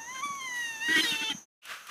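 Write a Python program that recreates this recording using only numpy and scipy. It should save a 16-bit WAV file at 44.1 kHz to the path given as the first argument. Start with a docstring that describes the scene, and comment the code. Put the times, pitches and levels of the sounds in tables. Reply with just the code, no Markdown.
"""Insects shrill in a forest. From a den among tree roots a raccoon wails: one long, thin, gliding
cry, harmonics shaped by throat and mouth. It shifts, bumping wood and ticking dry litter. The cry
swells and cracks into a rasping snarl (the voice drops to a half or a third of its pitch).
The whole scene fades to a brief silence. Two breathy hisses follow, the forest now fainter."""
import sys
import numpy as np
from scipy import signal
from scipy.fft import rfft, irfft
from scipy.io import wavfile

SR = 44100
rng = np.random.default_rng(int(sys.argv[2]) if len(sys.argv) > 2 else 0)


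def dump_mix(stems):
    """Bounce the given channels to the path in sys.argv[1] as a 16-bit WAV at rate SR."""
    frames = np.atleast_2d(stems).T  # one column per channel
    limited = np.clip(frames, -1, 1)  # hard clip at full scale
    pcm = np.round(limited * 32767).astype(np.int16)
    wavfile.write(sys.argv[1], SR, pcm)


N = 83790
TIME = np.arange(N) / SR

# voice cracks: start/s, end/s, cycles per pattern, undertones/dB, growl/dB, rasp/dB
CRACKS = [(.145, .215, 2, -53, -62, -54), (.885, .918, 3, -36, -36.5, -52), (.918, .962, 3, -36, -50, -40),
          (.962, .996, 3, -27, -33.5, -37), (.996, 1.012, 3, -32, -35, -37),
          (1.033, 1.056, 3, -36, -41, -39.5), (1.056, 1.11, 2, -34, -49, -48),
          (1.11, 1.16, 3, -38, -47, -45), (1.16, 1.212, 2, -41, -57, -52), (1.212, 1.24, 3, -37, -42, -46),
          (1.24, 1.298, 2, -38.5, -53, -55), (1.298, 1.329, 3, -39, -42, -44)]
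# spectrum of breath and ticks: f/Hz, level/dB
AIR_SPECTRUM = [(300, -15), (1200, -1), (3000, -0.5), (8000, -5.5), (10500, -2.5), (15500, -11.5)]
SHIMMER_RATE_HZ, WANDER_RATE_HZ = 38, 70
SILENT_FROM_S, SILENT_TO_S = 1.458, 1.6157


def from_db(db):
    """Decibels to gain."""
    return 10 ** (np.asarray(db) / 20)


def unit_rms(x):
    """Scale to rms 1."""
    return x / np.sqrt(np.mean(x ** 2) + 1e-20)


def curves(rows):
    """One piecewise-linear curve per column after t/s."""
    times_s, *columns = np.transpose(rows)
    return [np.interp(TIME, times_s, column) for column in columns]


def gain_at(spectrum, hz):
    """Gain of a spectrum table, interpolated over log frequency."""
    points_hz, db = np.transpose(spectrum)
    return from_db(np.interp(np.log(hz + 1e-9), np.log(points_hz), db))


def noise(spectrum, pulsing=1):
    """Steady or pulsing shaped noise, rms 1."""
    white = pulsing * rng.standard_normal(N)
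    bins_hz = np.arange(N // 2 + 1) * SR / N
    return unit_rms(irfft(rfft(white) * gain_at(spectrum, bins_hz), N))


def drift(rate_hz):
    """Low-passed random motion, rms 1."""
    pole = np.exp(-2 * np.pi * rate_hz / SR)
    return unit_rms(signal.lfilter([1], [1, -2 * pole, pole * pole], rng.standard_normal(2 * N))[N:])


def gate(start_s, end_s, ramp_s=0.0059):
    """1 between two times, ramped edges."""
    return np.clip(.5 + (TIME - start_s) / ramp_s, 0, 1) * np.clip(.5 + (end_s - TIME) / ramp_s, 0, 1)


def partials(multiples, pitch_hz, phase, shape, shimmer_db, wander_rad=0):
    """Shimmering voice partials weighted by shape(hz), rms held near 1."""
    out, power = 0, 0
    for k in multiples:
        gain = shape(k * pitch_hz)
        offset_rad = 1.4 * rng.standard_normal()
        if wander_rad:
            offset_rad += wander_rad * drift(WANDER_RATE_HZ)
        shimmer = from_db(shimmer_db * drift(SHIMMER_RATE_HZ))
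        out += gain * shimmer * np.cos(k * phase + offset_rad)
        power += gain ** 2 / 2
    return out / np.sqrt(power)


def forest(insect_hz=6232, width_hz=693):
    """Narrow-band insect shrill over soft forest air, both fainter after the silence."""
    # forest air: f/Hz, level/dB
    air_spectrum = [(25, -28.5), (60, -7), (270, 4.5), (450, -2.5), (1000, 0.5), (5000, -16), (12500, -16),
                    (15500, -27.5)]
    edges_hz = [insect_hz - width_hz / 2, insect_hz + width_hz / 2]
    band = signal.butter(3, edges_hz, "band", fs=SR, output="sos")
    insects = unit_rms(signal.sosfilt(band, rng.standard_normal(N)))
    insect_db = np.where(TIME > SILENT_TO_S, -61, -47.5)
    air_db = np.where(TIME > SILENT_TO_S, -71, -55.5)
    return from_db(insect_db) * insects + from_db(air_db) * noise(air_spectrum)


def wail(jitter=0.0028, crack_jitter=0.0077, shimmer_db=1.5):
    """Gliding harmonics through throat and mouth, plus snarl and breath."""
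    # t/s, f/Hz
    pitch_glide = [(0, 902), (.04, 912.7), (.14, 1056), (.205, 1043), (.237, 1155), (.388, 1102),
                   (.41, 1058), (.46, 1044), (.5, 993), (.6, 961.7), (.77, 888), (.81, 891.5), (.86, 950),
                   (.885, 936.2), (.94, 987), (.97, 947), (1.007, 931.3), (1.016, 1020), (1.035, 1014),
                   (1.06, 939.4), (1.1, 921), (1.19, 884.3), (1.225, 901), (1.245, 877), (1.295, 885),
                   (1.33, 837)]
    # t/s, level/dB
    fundamental_level = [(0, -45), (.035, -52.5), (.15, -42), (.215, -44.5), (.235, -33), (.27, -38),
                         (.3, -36), (.39, -41), (.53, -51), (.7, -54), (.9, -47), (1.16, -49.5),
                         (1.18, -47.5), (1.32, -43.5), (1.34, -79)]
    # vocal effort: t/s, overtone level/dB, mouth resonance/Hz
    effort = [(0.0, -48, 1950), (0.053, -50, 2130), (0.098, -42.0, 1700), (0.139, -50.5, 2700),
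              (0.162, -40.5, 2300), (0.202, -42.5, 2315), (0.218, -52, 2500), (0.239, -35.0, 1800),
              (0.292, -46.5, 1360), (0.395, -48.5, 2620), (0.417, -39.0, 2480), (0.461, -39, 2320),
              (0.472, -39.0, 1580), (0.52, -39.5, 1670), (0.541, -35.5, 1900), (0.603, -33.5, 1910),
              (0.666, -34.5, 2240), (0.734, -42, 2267), (0.758, -40.5, 2185), (0.799, -46.5, 2100),
              (0.813, -38.5, 2254), (0.864, -28.5, 2107), (0.931, -24.5, 1960), (0.936, -32.5, 1929),
              (0.952, -20.5, 2060), (0.979, -29, 2030), (1.007, -30.5, 2500), (1.03, -31, 4500),
              (1.065, -34, 3710), (1.091, -29.5, 3680), (1.123, -33, 3175), (1.148, -35.0, 2756),
              (1.166, -30, 2998), (1.179, -42, 3194), (1.203, -31.5, 2780), (1.233, -39.5, 2948),
              (1.242, -33, 3180), (1.301, -38.5, 3110), (1.33, -49, 2134), (1.347, -77, 1875)]
    # throat response: f/Hz, level/dB
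    throat_spectrum = [(1900, 0), (2900, -3), (3800, -4), (4700, -10), (5400, -11), (7700, -16),
                       (8600, -11), (9250, 0), (10200, -13), (14000, -25)]
    # air through the mouth: t/s, level/dB
    breath_level = [(0, -60.5), (.2, -58), (.3, -58.5), (.52, -58), (.57, -47.5), (.66, -54), (.81, -53.5),
                    (.99, -40.5), (1.09, -41), (1.32, -59), (1.45, -59.5)]
    pitch_hz, = curves(pitch_glide)
    fundamental_db, = curves(fundamental_level)
    overtone_db, mouth_hz = curves(effort)
    breath_db, = curves(breath_level)
    roughness = sum(gate(start_s, end_s) * from_db(rasp_db) for start_s, end_s, *_, rasp_db in CRACKS)
    pitch_hz *= 1 + (jitter + crack_jitter * roughness / roughness.max()) * drift(rate_hz=86)
    phase = 2 * np.pi * np.cumsum(pitch_hz) / SR

    def mouth(hz, q=4.5, leak=.07):
        """One moving resonance, steep below its peak, gentle above."""
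        ratio = hz / mouth_hz
        return leak + ratio * np.minimum(ratio, 1) / np.hypot(1 - ratio ** 2, ratio / q)

    def tract(hz):
        """Throat and mouth in series; the shrill top weakens as the cry starts to swell."""
        top_db = -7 * (hz > 7700) * (1 - gate(0, .745))
        return gain_at(throat_spectrum, hz) * from_db(top_db) * mouth(hz)

    voice = from_db(fundamental_db + shimmer_db * drift(SHIMMER_RATE_HZ)) * np.sqrt(2) * np.cos(phase)
    voice += from_db(overtone_db) * partials(range(2, 16), pitch_hz, phase, tract, shimmer_db)
    flare = from_db(-30.5) * np.exp(-((TIME - 1.052) / 0.016) ** 2)
    voice += flare * np.sqrt(2) * np.cos(2 * phase)  # second harmonic, as the pitch falls
    return voice + snarl(pitch_hz, phase, mouth) + from_db(breath_db) * noise(AIR_SPECTRUM)


def snarl(pitch_hz, phase, mouth, wander_rad=0.55, mouth_share=0.39):
    """The cracked voice repeats every 2 or 3 cycles: undertones, low growl, pulsing rasp."""
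    # f/Hz, level/dB
    undertone_spectrum = [(640, -22), (1250, -6.5), (1500, 7), (2250, -1.5), (2550, -9), (3150, 4),
                          (3500, -1), (4300, -10), (9400, -20), (14000, -28)]
    # f/Hz, level/dB
    rasp_spectrum = [(60, -37), (270, 0), (450, -8.5), (1100, -10.5), (1900, -3), (3300, -4.5), (4500, -14),
                     (6200, -5.5), (7800, -23.5), (9600, -9.5), (14000, -32)]

    def shape(hz):
        """Undertone gain, partly following the mouth."""
        return gain_at(undertone_spectrum, hz) * mouth(hz) ** mouth_share

    out = 0
    for cycles in (2, 3):
        between_harmonics = [m / cycles for m in range(2, 14 * cycles) if m % cycles]
        undertones = partials(between_harmonics, pitch_hz, phase, shape,
                              shimmer_db=4, wander_rad=wander_rad)
        growl = np.sqrt(2) * np.cos(phase / cycles + wander_rad * drift(WANDER_RATE_HZ))
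        rasp = noise(rasp_spectrum, pulsing=1 + np.cos(phase / cycles))
        for start_s, end_s, crack_cycles, under_db, growl_db, rasp_db in CRACKS:
            if crack_cycles == cycles:
                mix = from_db(under_db) * undertones + from_db(growl_db) * growl + from_db(rasp_db) * rasp
                out += gate(start_s, end_s) * mix
    return out


def den(x, t60_s=0.17, wet_db=-15):
    """Add the short, dense ring of the hollow."""
    age_s = TIME[:SR // 4]
    tail = rng.standard_normal(len(age_s)) * from_db(-60 * age_s / t60_s)
    return x + from_db(wet_db) * signal.fftconvolve(x, tail / np.linalg.norm(tail))[:N]


def shuffling(bump_width_s=0.0043, tick_decay_s=.006):
    """The animal shifts: dull bumps on wood, ticks of dry litter."""
    # t/s, level/dB, f/Hz
    bumps = [(.258, -41.5, 275), (0.307, -44, 182), (1.125, -37, 190), (1.351, -34, 210)]
    # t/s, level/dB
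    ticks = [(0.185, -50), (.255, -46), (.352, -46.5), (1.654, -38.5), (1.87, -43.5)]
    wood, tick_envelope = 0, 0
    for at_s, db, hz in bumps:
        age_s = TIME - at_s
        wood += from_db(db) * np.exp(-(age_s / bump_width_s) ** 2) * np.sin(2 * np.pi * hz * age_s)
    for at_s, db in ticks:
        tick_envelope += from_db(db) * (TIME >= at_s) * np.exp(-np.abs(TIME - at_s) / tick_decay_s)
    return wood + tick_envelope * noise(AIR_SPECTRUM)


def hisses(mouth_q=4.6, resonance_db=10.5, flutter_db=0.65):
    """Overlapping voiceless puffs, each with one resonance of the open mouth."""
    # peak t/s, level/dB, rise/s, fall/s, resonance/Hz
    puffs = [(1.631, -43.5, 0.025, 0.058, 2780), (1.715, -36.5, 0.037, 0.05, 1575),
             (1.811, -52, 0.038, 0.16, 1514), (1.9, -38.5, .018, 0.09, 1344)]
    # f/Hz, level/dB
    hiss_spectrum = [(100, -15.5), (400, -11), (600, -1), (850, -7), (1200, 4.5), (1800, -2.5), (2800, 4),
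                     (3700, -2), (12000, -14), (15500, -17)]
    out = 0
    for peak_s, db, rise_s, fall_s, mouth_hz in puffs:
        air = noise(hiss_spectrum)
        air += from_db(resonance_db) * signal.lfilter(*signal.iirpeak(mouth_hz, mouth_q, fs=SR), air)
        envelope = np.exp(-np.maximum((peak_s - TIME) / rise_s, (TIME - peak_s) / fall_s))
        out += from_db(db) * envelope * unit_rms(air)
    return out * from_db(flutter_db * drift(rate_hz=110))


def scene():
    """Raccoon in its den, forest behind, all centred."""
    mono = den(wail() + hisses() + shuffling()) + forest()
    return np.array([mono, mono])


def record(dry, fade_out_s=0.08, fade_in_s=0.067, stopband_hz=16100):
    """Fade to a brief silence and back, then low-pass."""
    fade_out = np.clip((SILENT_FROM_S - TIME) / fade_out_s, 0, 1)
    fade_in = np.clip((TIME - SILENT_TO_S) / fade_in_s, 0, 1)
    lowpass = signal.cheby2(16, 60, stopband_hz, fs=SR, output="sos")
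    return signal.sosfiltfilt(lowpass, dry * (fade_out + fade_in))


dry = scene()
out = record(dry)
dump_mix(out)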